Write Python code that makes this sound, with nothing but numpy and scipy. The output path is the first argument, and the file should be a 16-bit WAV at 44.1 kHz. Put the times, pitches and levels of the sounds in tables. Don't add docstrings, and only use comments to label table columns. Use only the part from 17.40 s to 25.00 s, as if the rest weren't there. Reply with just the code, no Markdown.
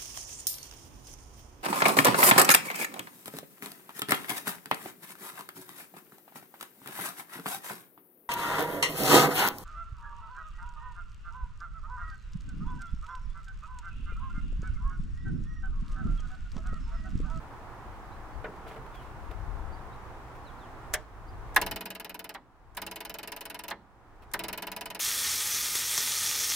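import sys
import numpy as np
from scipy import signal
from scipy.fft import rfft, irfft, next_fast_len
from scipy.io import wavfile
from scipy.ndimage import map_coordinates

SR = 44100
rng = np.random.default_rng(int(sys.argv[2]) if len(sys.argv) > 2 else 0)


def generate_wav(signal):
    frames = np.transpose(np.atleast_2d(signal))
    scaled = np.clip(frames, -1, 1) * 32767
    pcm = np.round(scaled).astype(np.int16)
    wavfile.write(sys.argv[1], SR, pcm)


N = 335160
RING_T = np.arange(SR // 7) / SR

# f/Hz, level/dB
RUSH_SPECTRUM = [(71, -29.5), (120, 1), (157, -10), (267, -10), (321, -7.5), (592, -12), (773, -6),
                 (1050, -7), (1720, -16), (2990, -29.5), (3900, -34), (4320, -36), (14400, -47.5),
                 (16000, -45)]
WIND_SPECTRUM = [(11, -17.5), (18, 5), (55, 4), (98, -4.5), (237, -27), (267, -34), (300, -20.5),
                 (390, -52), (660, -120)]
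# f/Hz, correlation
FAR_LIKENESS = [(100, 1), (400, 0.85), (1200, 0.73), (2400, 0), (4500, 0)]
NEAR_LIKENESS = [(100, 0.99), (600, 0.96), (1500, 0.89), (2500, 0.67), (4500, .25), (9000, 0.033)]
# peak t/s, half length/s, left rise/dB, right rise/dB
GUSTS = [(0.618, .16, 7.5, -0.5), (0.987, 0.058, 17.5, 0), (2.104, 0.36, 17.5, 2), (3.555, 0.087, 3, 9.5),
         (3.976, 0.21, 10, 7), (4.31, 0.08, 16, 6.5), (5.29, 0.1, 10, 6), (6.85, 0.19, 4, 2.5)]
# from t/s, until t/s, depth/dB
DIPS = [(3.527, 3.644, 6), (4.173, 5.08, 15.5), (5.35, 6.507, 13.5), (6.926, 7.6, 12)]
# t/s, length/s, start f/Hz, end f/Hz, level/dB
CHIRPS = [(0.707, 0.044, 3850, 4100, -65), (0.923, .05, 4400, 4750, -71), (1.521, 0.11, 3620, 2900, -61),
          (2.315, 0.05, 4600, 4800, -64), (2.37, 0.035, 4000, 3900, -69), (2.51, 0.054, 3600, 4250, -64.5),
          (3.049, 0.068, 4500, 3020, -58.5), (3.174, .1, 4520, 2600, -63), (3.87, .045, 4540, 4990, -67)]
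# f/Hz, T60/s
YARD_T60 = [(200, 0.73), (1000, 0.21), (4000, 0.38), (12000, .15)]
# f/Hz, T60/s
METAL_T60 = [(200, 0.25), (800, 0.11), (2000, 0.079), (4500, 0.06), (9000, 0.034), (14000, 0.044)]
# f/Hz, rise time/s
METAL_RISE = [(200, 0.0039), (800, 0.01), (2000, 0.0089), (4500, 0.00095), (12000, .0003)]
# f/Hz, width/Hz, level/dB
DASH_MODES = [(436, 24.8, 0), (445, 6.2, -4), (611.5, 19, 1), (752, 35, -4), (1166, 22, -7.5),
              (1470, 40, -10.5), (1630, 76, -4), (2340, 98, -5.5)]
HOUSING_MODES = [(850, 45, -7), (1045, 50, -7), (1245, 45, -14), (1500, 45, -14), (1683, 48, 1),
                 (1890, 48, -3), (1990, 45, -9), (2130, 55, -6), (2408, 65, -11), (2705, 60, -13),
                 (3536, 65, -13), (4020, 70, -17)]
FRAME_MODES = [(197.8, 13, -4.5), (290.6, 8.2, -3), (332.3, 9.9, 0.5), (436.8, 18, 4.5)]
BAY_MODES = [(580, 16, 0), (663.4, 45, -5), (846, 39, -1.5), (979, 38, 9), (1239, 14.5, 0), (1357, 29, -32),
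             (1495, 28, -8.5), (1668, 71, -22), (1870, 31, -13), (1956, 16, -34), (2178, 84, -3.5),
             (2498, 58, 1.5), (2715, 34, 3), (2950, 49, -24), (2996, 32, 2), (3055, 64, -8.5),
             (3534, 50, -33), (3910, 26, -37), (3905, 71, -6), (4270, 66, -26), (4590, 47, -5),
             (5000, 30, -2.5), (5360, 36, -3.5), (5270, 40, -18)]
# f/Hz, level/dB
KNOCK_SPECTRUM = [(150, -8), (430, 8.5), (620, 4.5), (900, 1), (1350, 7), (2200, -2), (4000, -20),
                  (6500, -39), (15000, -42)]
SCRAPE_SPECTRUM = [(200, -9), (1000, -2), (2500, 11), (4000, 2), (6000, -6), (15000, -7)]
SNAP_SPECTRUM = [(200, -27), (450, -15.5), (650, -4.5), (1000, -16.5), (1600, 1.5), (2250, -3.5),
                 (2600, -12.5), (3300, -6.5), (4400, -14.5), (5500, -7), (8000, -6), (12000, -9.5),
                 (16000, -19)]
# f/Hz, level/dB
THUD_SPECTRUM = [(100, -28.5), (320, -10.5), (480, -13.5), (850, -2), (1350, -8.5), (2050, -4), (2500, -16),
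                 (4000, -14), (7000, -34.5), (15000, -33.5)]
CONTACT_SPECTRUM = [(3000, -25.5), (5200, -4.5), (7500, -9.5), (9200, -5), (9900, -2), (10800, -5.5),
                    (12500, -2), (14200, -0.5), (15200, -13), (16500, -23.5)]
RATTLE_SPECTRUM = [(100, -23), (250, -3.5), (430, -6.5), (500, -9), (600, 1), (1000, 3.5), (1150, -1.5),
                   (2000, -1), (3000, -3.5), (4500, -5), (6500, -26), (9000, -30)]
# t/s, knock level/dB, scrape level/dB, scrape length/s
TOUCHES = [(1.042, -29, -74, .02), (1.154, -63, -64, 0.018), (1.263, -40, -54, 0.045),
           (1.309, -41.5, -59, 0.039), (1.361, -39, -60, 0.013), (1.458, -51, -56.5, 0.0082),
           (1.544, -60, -54.5, 0.016), (1.594, -69, -62.5, 0.07), (1.801, -64, -69, 0.082),
           (1.91, -41.5, -55.5, 0.0074), (2.95, -59, -60.5, 0.019), (6.819, -52.5, -61, 0.016)]
# t/s, level/dB
DETENTS = [(3.534, -34), (3.5382, -12.5), (3.542, -20.5), (4.146, -38.5), (4.941, -40), (5.349, -46),
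           (6.303, -33.5), (6.915, -45.5)]
# t/s, thud/dB, ring/dB, contact/dB
STROKES = [(4.161, -14.5, -10, -25), (4.945, -30.5, -48.5, -60), (5.371, -30.5, -38.5, -47),
           (6.307, -24.5, -36, -53.5), (6.936, -21, -43, -31.5)]
# first click t/s, click count, start rate/Hz, midway rate/Hz, end rate/Hz,
# steady body level/dB, steady treble level/dB, extra loudness at the start/dB
TRIES = [(4.2153, 15, 20.58, 21.18, 19.94, -39.3, -41.2, 14),
         (5.3701, 21, 20.95, 22.61, 21.69, -36.8, -38, 3.5), (6.9922, 14, 22.03, 21.11, 22.09, -35, -37, 4)]

RUSH_DB, HISS_DB, BREEZE_DB = -47, -67.5, -48.5
SINK_DB_PER_S, RECOVER_DB_PER_S, HISS_DIP_SHARE = 47.5, 13, 0.92
FADE_S, CLICK_JITTER_S, CLICK_SCATTER_DB = 0.23, 0.0003, 0.8
TOP_HZ = 16200


def amp(db):
    return 10 ** (np.asarray(db) / 20)


def unit(x):
    return x / np.sqrt(np.mean(x ** 2) + 1e-20)


def blow(x):
    return x * np.sqrt(SR / 100 / (np.sum(x ** 2) / 2 + 1e-20))


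def along(points, hz):
    f, v = np.transpose(points)
    return np.interp(np.log(hz + 1), np.log(f + 1), v)


def wobble(rate, size=N):
    knots = rng.standard_normal(int(size * rate / SR) + 4)
    return map_coordinates(knots, [np.arange(size) * rate / SR])


def filtered(x, response):
    m = next_fast_len(x.shape[-1] + SR // 20)
    return irfft(rfft(x, m) * response(np.fft.rfftfreq(m, 1 / SR)), m)[..., :x.shape[-1]]


def lowpass(x, corner_hz, order):
    return filtered(x, lambda hz: 1 / (1 + (hz / corner_hz) ** order))


def panned(x, db):
    return x * amp(np.array([[db], [-db]]) / 2)


def add(track, s, sound):
    part = track[:, round(s * SR):][:, :sound.shape[-1]]
    part += sound[..., :part.shape[-1]]


def stereo_angle(likeness, hz):
    return np.arccos(np.clip(along(likeness, hz), -1, 1)) / 2


def noise(spectrum, size, likeness=NEAR_LIKENESS):
    def mid_side_gain(hz):
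        angle = stereo_angle(likeness, hz)
        return amp(along(spectrum, hz)) * [np.cos(angle), np.sin(angle)]
    mid, side = filtered(rng.standard_normal((2, size)), mid_side_gain)
    return unit(np.array([mid + side, mid - side]))


def background_dip():
    t = np.arange(N) / SR
    start, until, depth_db = np.transpose(DIPS)[..., None]
    sunk_db = np.minimum(SINK_DB_PER_S * (t - start), depth_db - RECOVER_DB_PER_S * (t - until))
    return np.clip(sunk_db, 0, depth_db).max(axis=0)


def distant_rush(sunk_db):
    air = noise(RUSH_SPECTRUM, N, FAR_LIKENESS)
    low = lowpass(air, corner_hz=4000, order=4)
    rush = panned(amp(RUSH_DB - sunk_db + 0.36 * wobble(2.3)) * low, -.8)
    return rush + amp(HISS_DB - HISS_DIP_SHARE * sunk_db) * unit(air - low)


def wind():
    peak, half, left_db, right_db = np.transpose(GUSTS)
    swells = np.exp(-((np.arange(N) / SR - peak[:, None]) / half[:, None]) ** 2)
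    gust_db = np.array([left_db, right_db]) @ swells
    eddies = filtered(rng.standard_normal((3, N)), lambda hz: amp(along(WIND_SPECTRUM, hz)))
    lumps = amp(1.3 * np.array([wobble(14), wobble(14)]))
    ports = (eddies[:2] + 0.94 * eddies[2]) * lumps
    return panned(amp(BREEZE_DB + gust_db) * unit(ports), -2.5)


def birds():
    out = np.zeros((2, N))
    for s, length, start_hz, end_hz, db in CHIRPS:
        u = np.linspace(0, 1, int(length * SR))
        pitch = (start_hz + (end_hz - start_hz) * u) * (1 + .022 * wobble(500, len(u)))
        swell = amp(db + 2.3 * wobble(120, len(u))) * np.sin(np.pi * u)
        add(out, s, swell * np.sin(2 * np.pi * np.cumsum(pitch) / SR))
    return out


def yard_echo(x):
    scatter = noise([(200, 5.0), (1000, -17.5), (4000, -17), (14000, -29.0)], SR // 2)
    hz, t, bands = signal.stft(scatter, SR, nperseg=256)
    decay = amp(-60 * t / along(YARD_T60, hz)[:, None])
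    _, tail = signal.istft(bands * decay, SR, nperseg=256)
    out = np.zeros((2, N))
    add(out, .012, amp(-15.5) * signal.fftconvolve(x, tail / np.linalg.norm(tail[0]), axes=1))
    add(out, .027, amp(-9.5) * lowpass(x, corner_hz=550, order=2))
    return out


def clatter(spectrum, stretch=1.0):
    centres = np.geomspace(200, 14000, 7)
    split = lambda hz: np.array([along(np.c_[centres, row], hz) for row in np.eye(7)])[:, None]
    bands = filtered(noise(spectrum, len(RING_T)), split)
    t60 = stretch * along(METAL_T60, centres)[:, None]
    rise_s = stretch * along(METAL_RISE, centres)[:, None]
    envelopes = amp(-60 * RING_T / t60) * (1 - np.exp(-RING_T / rise_s))
    envelopes /= np.linalg.norm(envelopes, axis=1, keepdims=True)
    return blow(np.sum(bands * envelopes[:, None], axis=0))


def mode_phases(modes):
    spread = stereo_angle(NEAR_LIKENESS, np.array(modes)[:, 0])
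    shared = rng.uniform(0, 2 * np.pi, len(modes))
    return shared + np.outer([1, -1], spread * rng.choice([-1, 1], len(modes)))


def ring(modes, phases, rise_s, scatter_db):
    hz, width, db = np.transpose(modes)
    strengths = width * amp(db + scatter_db * rng.standard_normal(len(hz)))
    decays = np.exp(-np.pi * width[:, None] * RING_T)
    waves = np.sin(2 * np.pi * hz[:, None] * RING_T + phases[..., None]) * decays
    return blow(strengths @ waves * (1 - np.exp(-RING_T / rise_s)))


def hand_on_dash():
    out, t = np.zeros((2, N)), np.arange(SR // 2) / SR
    for s, knock_db, scrape_db, length in TOUCHES:
        panel = ring(DASH_MODES, mode_phases(DASH_MODES), rise_s=.001, scatter_db=1.5)
        panel = lowpass(panel, corner_hz=1500, order=6)
        add(out, s, amp(knock_db - 5) * (panel + clatter(KNOCK_SPECTRUM, stretch=0.97)))
        stroke = 2 * t / length * np.exp(1 - 2 * t / length)
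        grit = unit(amp(2.5 * wobble(200, len(t))))
        add(out, s, amp(scrape_db) * stroke * grit * noise(SCRAPE_SPECTRUM, len(t)))
    return out


def key_switch():
    out = np.zeros((2, N))
    for s, db in DETENTS:
        panel = ring(DASH_MODES, mode_phases(DASH_MODES), rise_s=.002, scatter_db=1.5)
        snap = blow(noise(SNAP_SPECTRUM, len(RING_T)) * np.exp(-RING_T / .0012))
        switch = clatter(SNAP_SPECTRUM, stretch=0.86) + amp(-6.5) * snap
        add(out, s, amp(db - 12) * (panned(switch, 1.4) + amp(-10.5) * panel))
    return out


def solenoid_clunks():
    out = np.zeros((2, N))
    for s, thud_db, ring_db, contact_db in STROKES:
        housing = ring(HOUSING_MODES, mode_phases(HOUSING_MODES), rise_s=.006, scatter_db=.6)
        add(out, s, amp(contact_db) * panned(clatter(CONTACT_SPECTRUM), 2.4))
        thud = clatter(THUD_SPECTRUM, stretch=0.9)
        add(out, s + .0015, panned(amp(thud_db - 6.5) * thud + amp(ring_db - 5) * housing, -.6))
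    return out


def bay_rattle():
    centre, width, _ = np.transpose(BAY_MODES)[..., None]
    def colour(hz):
        peaks = np.sum(1 / (1 + (2 * (hz - centre) / width) ** 2), axis=0)
        among_modes = (hz > centre[0]) & (hz < centre[-1])
        return np.where(among_modes, np.minimum(peaks, 1), .5) ** .38
    return blow(filtered(clatter(RATTLE_SPECTRUM), colour))


def contact_tick():
    hiss = noise([(3500, -8), (6000, -18.0), (11000, -12.5), (14000, 3.5), (16500, -11.0)], len(RING_T))
    return blow(hiss * RING_T * np.exp(-RING_T / 0.00021))


def plunger_clicks():
    rows = []
    for start, count, *rate_hz, body_db, treble_db, start_boost_db in TRIES:
        gaps = 1 / np.interp(np.linspace(0, 1, count - 1), [0, .5, 1], rate_hz)
        age = np.r_[0, np.cumsum(gaps)]
        late, louder = rng.standard_normal((count, 2)).T
        loudness_db = start_boost_db * np.exp(-age / FADE_S) + CLICK_SCATTER_DB * louder
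        rows += zip(start + age + CLICK_JITTER_S * late, body_db + loudness_db, treble_db + loudness_db)
    return rows


def solenoid_chatter():
    out = np.zeros((2, N))
    bay_phases, frame_phases = mode_phases(BAY_MODES), mode_phases(FRAME_MODES)
    usual_rattle, usual_crack = bay_rattle(), clatter(CONTACT_SPECTRUM)
    vary = lambda usual, new: np.sqrt(.4) * usual + np.sqrt(.6) * new
    for s, body_db, treble_db in plunger_clicks():
        bay_shift = rng.uniform(-1, 1, len(BAY_MODES))
        bay = ring(BAY_MODES, bay_phases + bay_shift, rise_s=.006, scatter_db=2.5)
        frame_shift = 1.3 * rng.standard_normal(len(FRAME_MODES))
        frame = ring(FRAME_MODES, frame_phases + frame_shift, rise_s=.007, scatter_db=3)
        body = amp(-3.5) * vary(usual_rattle, bay_rattle()) + amp(-7.5) * bay + amp(-14.5) * frame
        crack = amp(-6) * vary(usual_crack, clatter(CONTACT_SPECTRUM))
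        tick = amp(-9 + 2 * rng.standard_normal()) * contact_tick()
        tint = np.c_[np.geomspace(4000, 16000, 10), 2.5 * rng.standard_normal(10)]
        treble = filtered(crack + tick, lambda hz: amp(along(tint, hz)))
        add(out, s, amp(body_db) * panned(body, -1.0) + amp(treble_db) * panned(treble, 2.8))
    return out


def scene():
    tractor = solenoid_chatter() + solenoid_clunks() + key_switch() + hand_on_dash()
    song, sunk_db = birds(), background_dip()
    echo = yard_echo(tractor + amp(14) * song)
    return tractor + song + echo + distant_rush(sunk_db) + amp(-sunk_db) * wind()


def record(dry):
    return lowpass(dry, TOP_HZ, order=120)


dry = scene()
out = record(dry)
generate_wav(out)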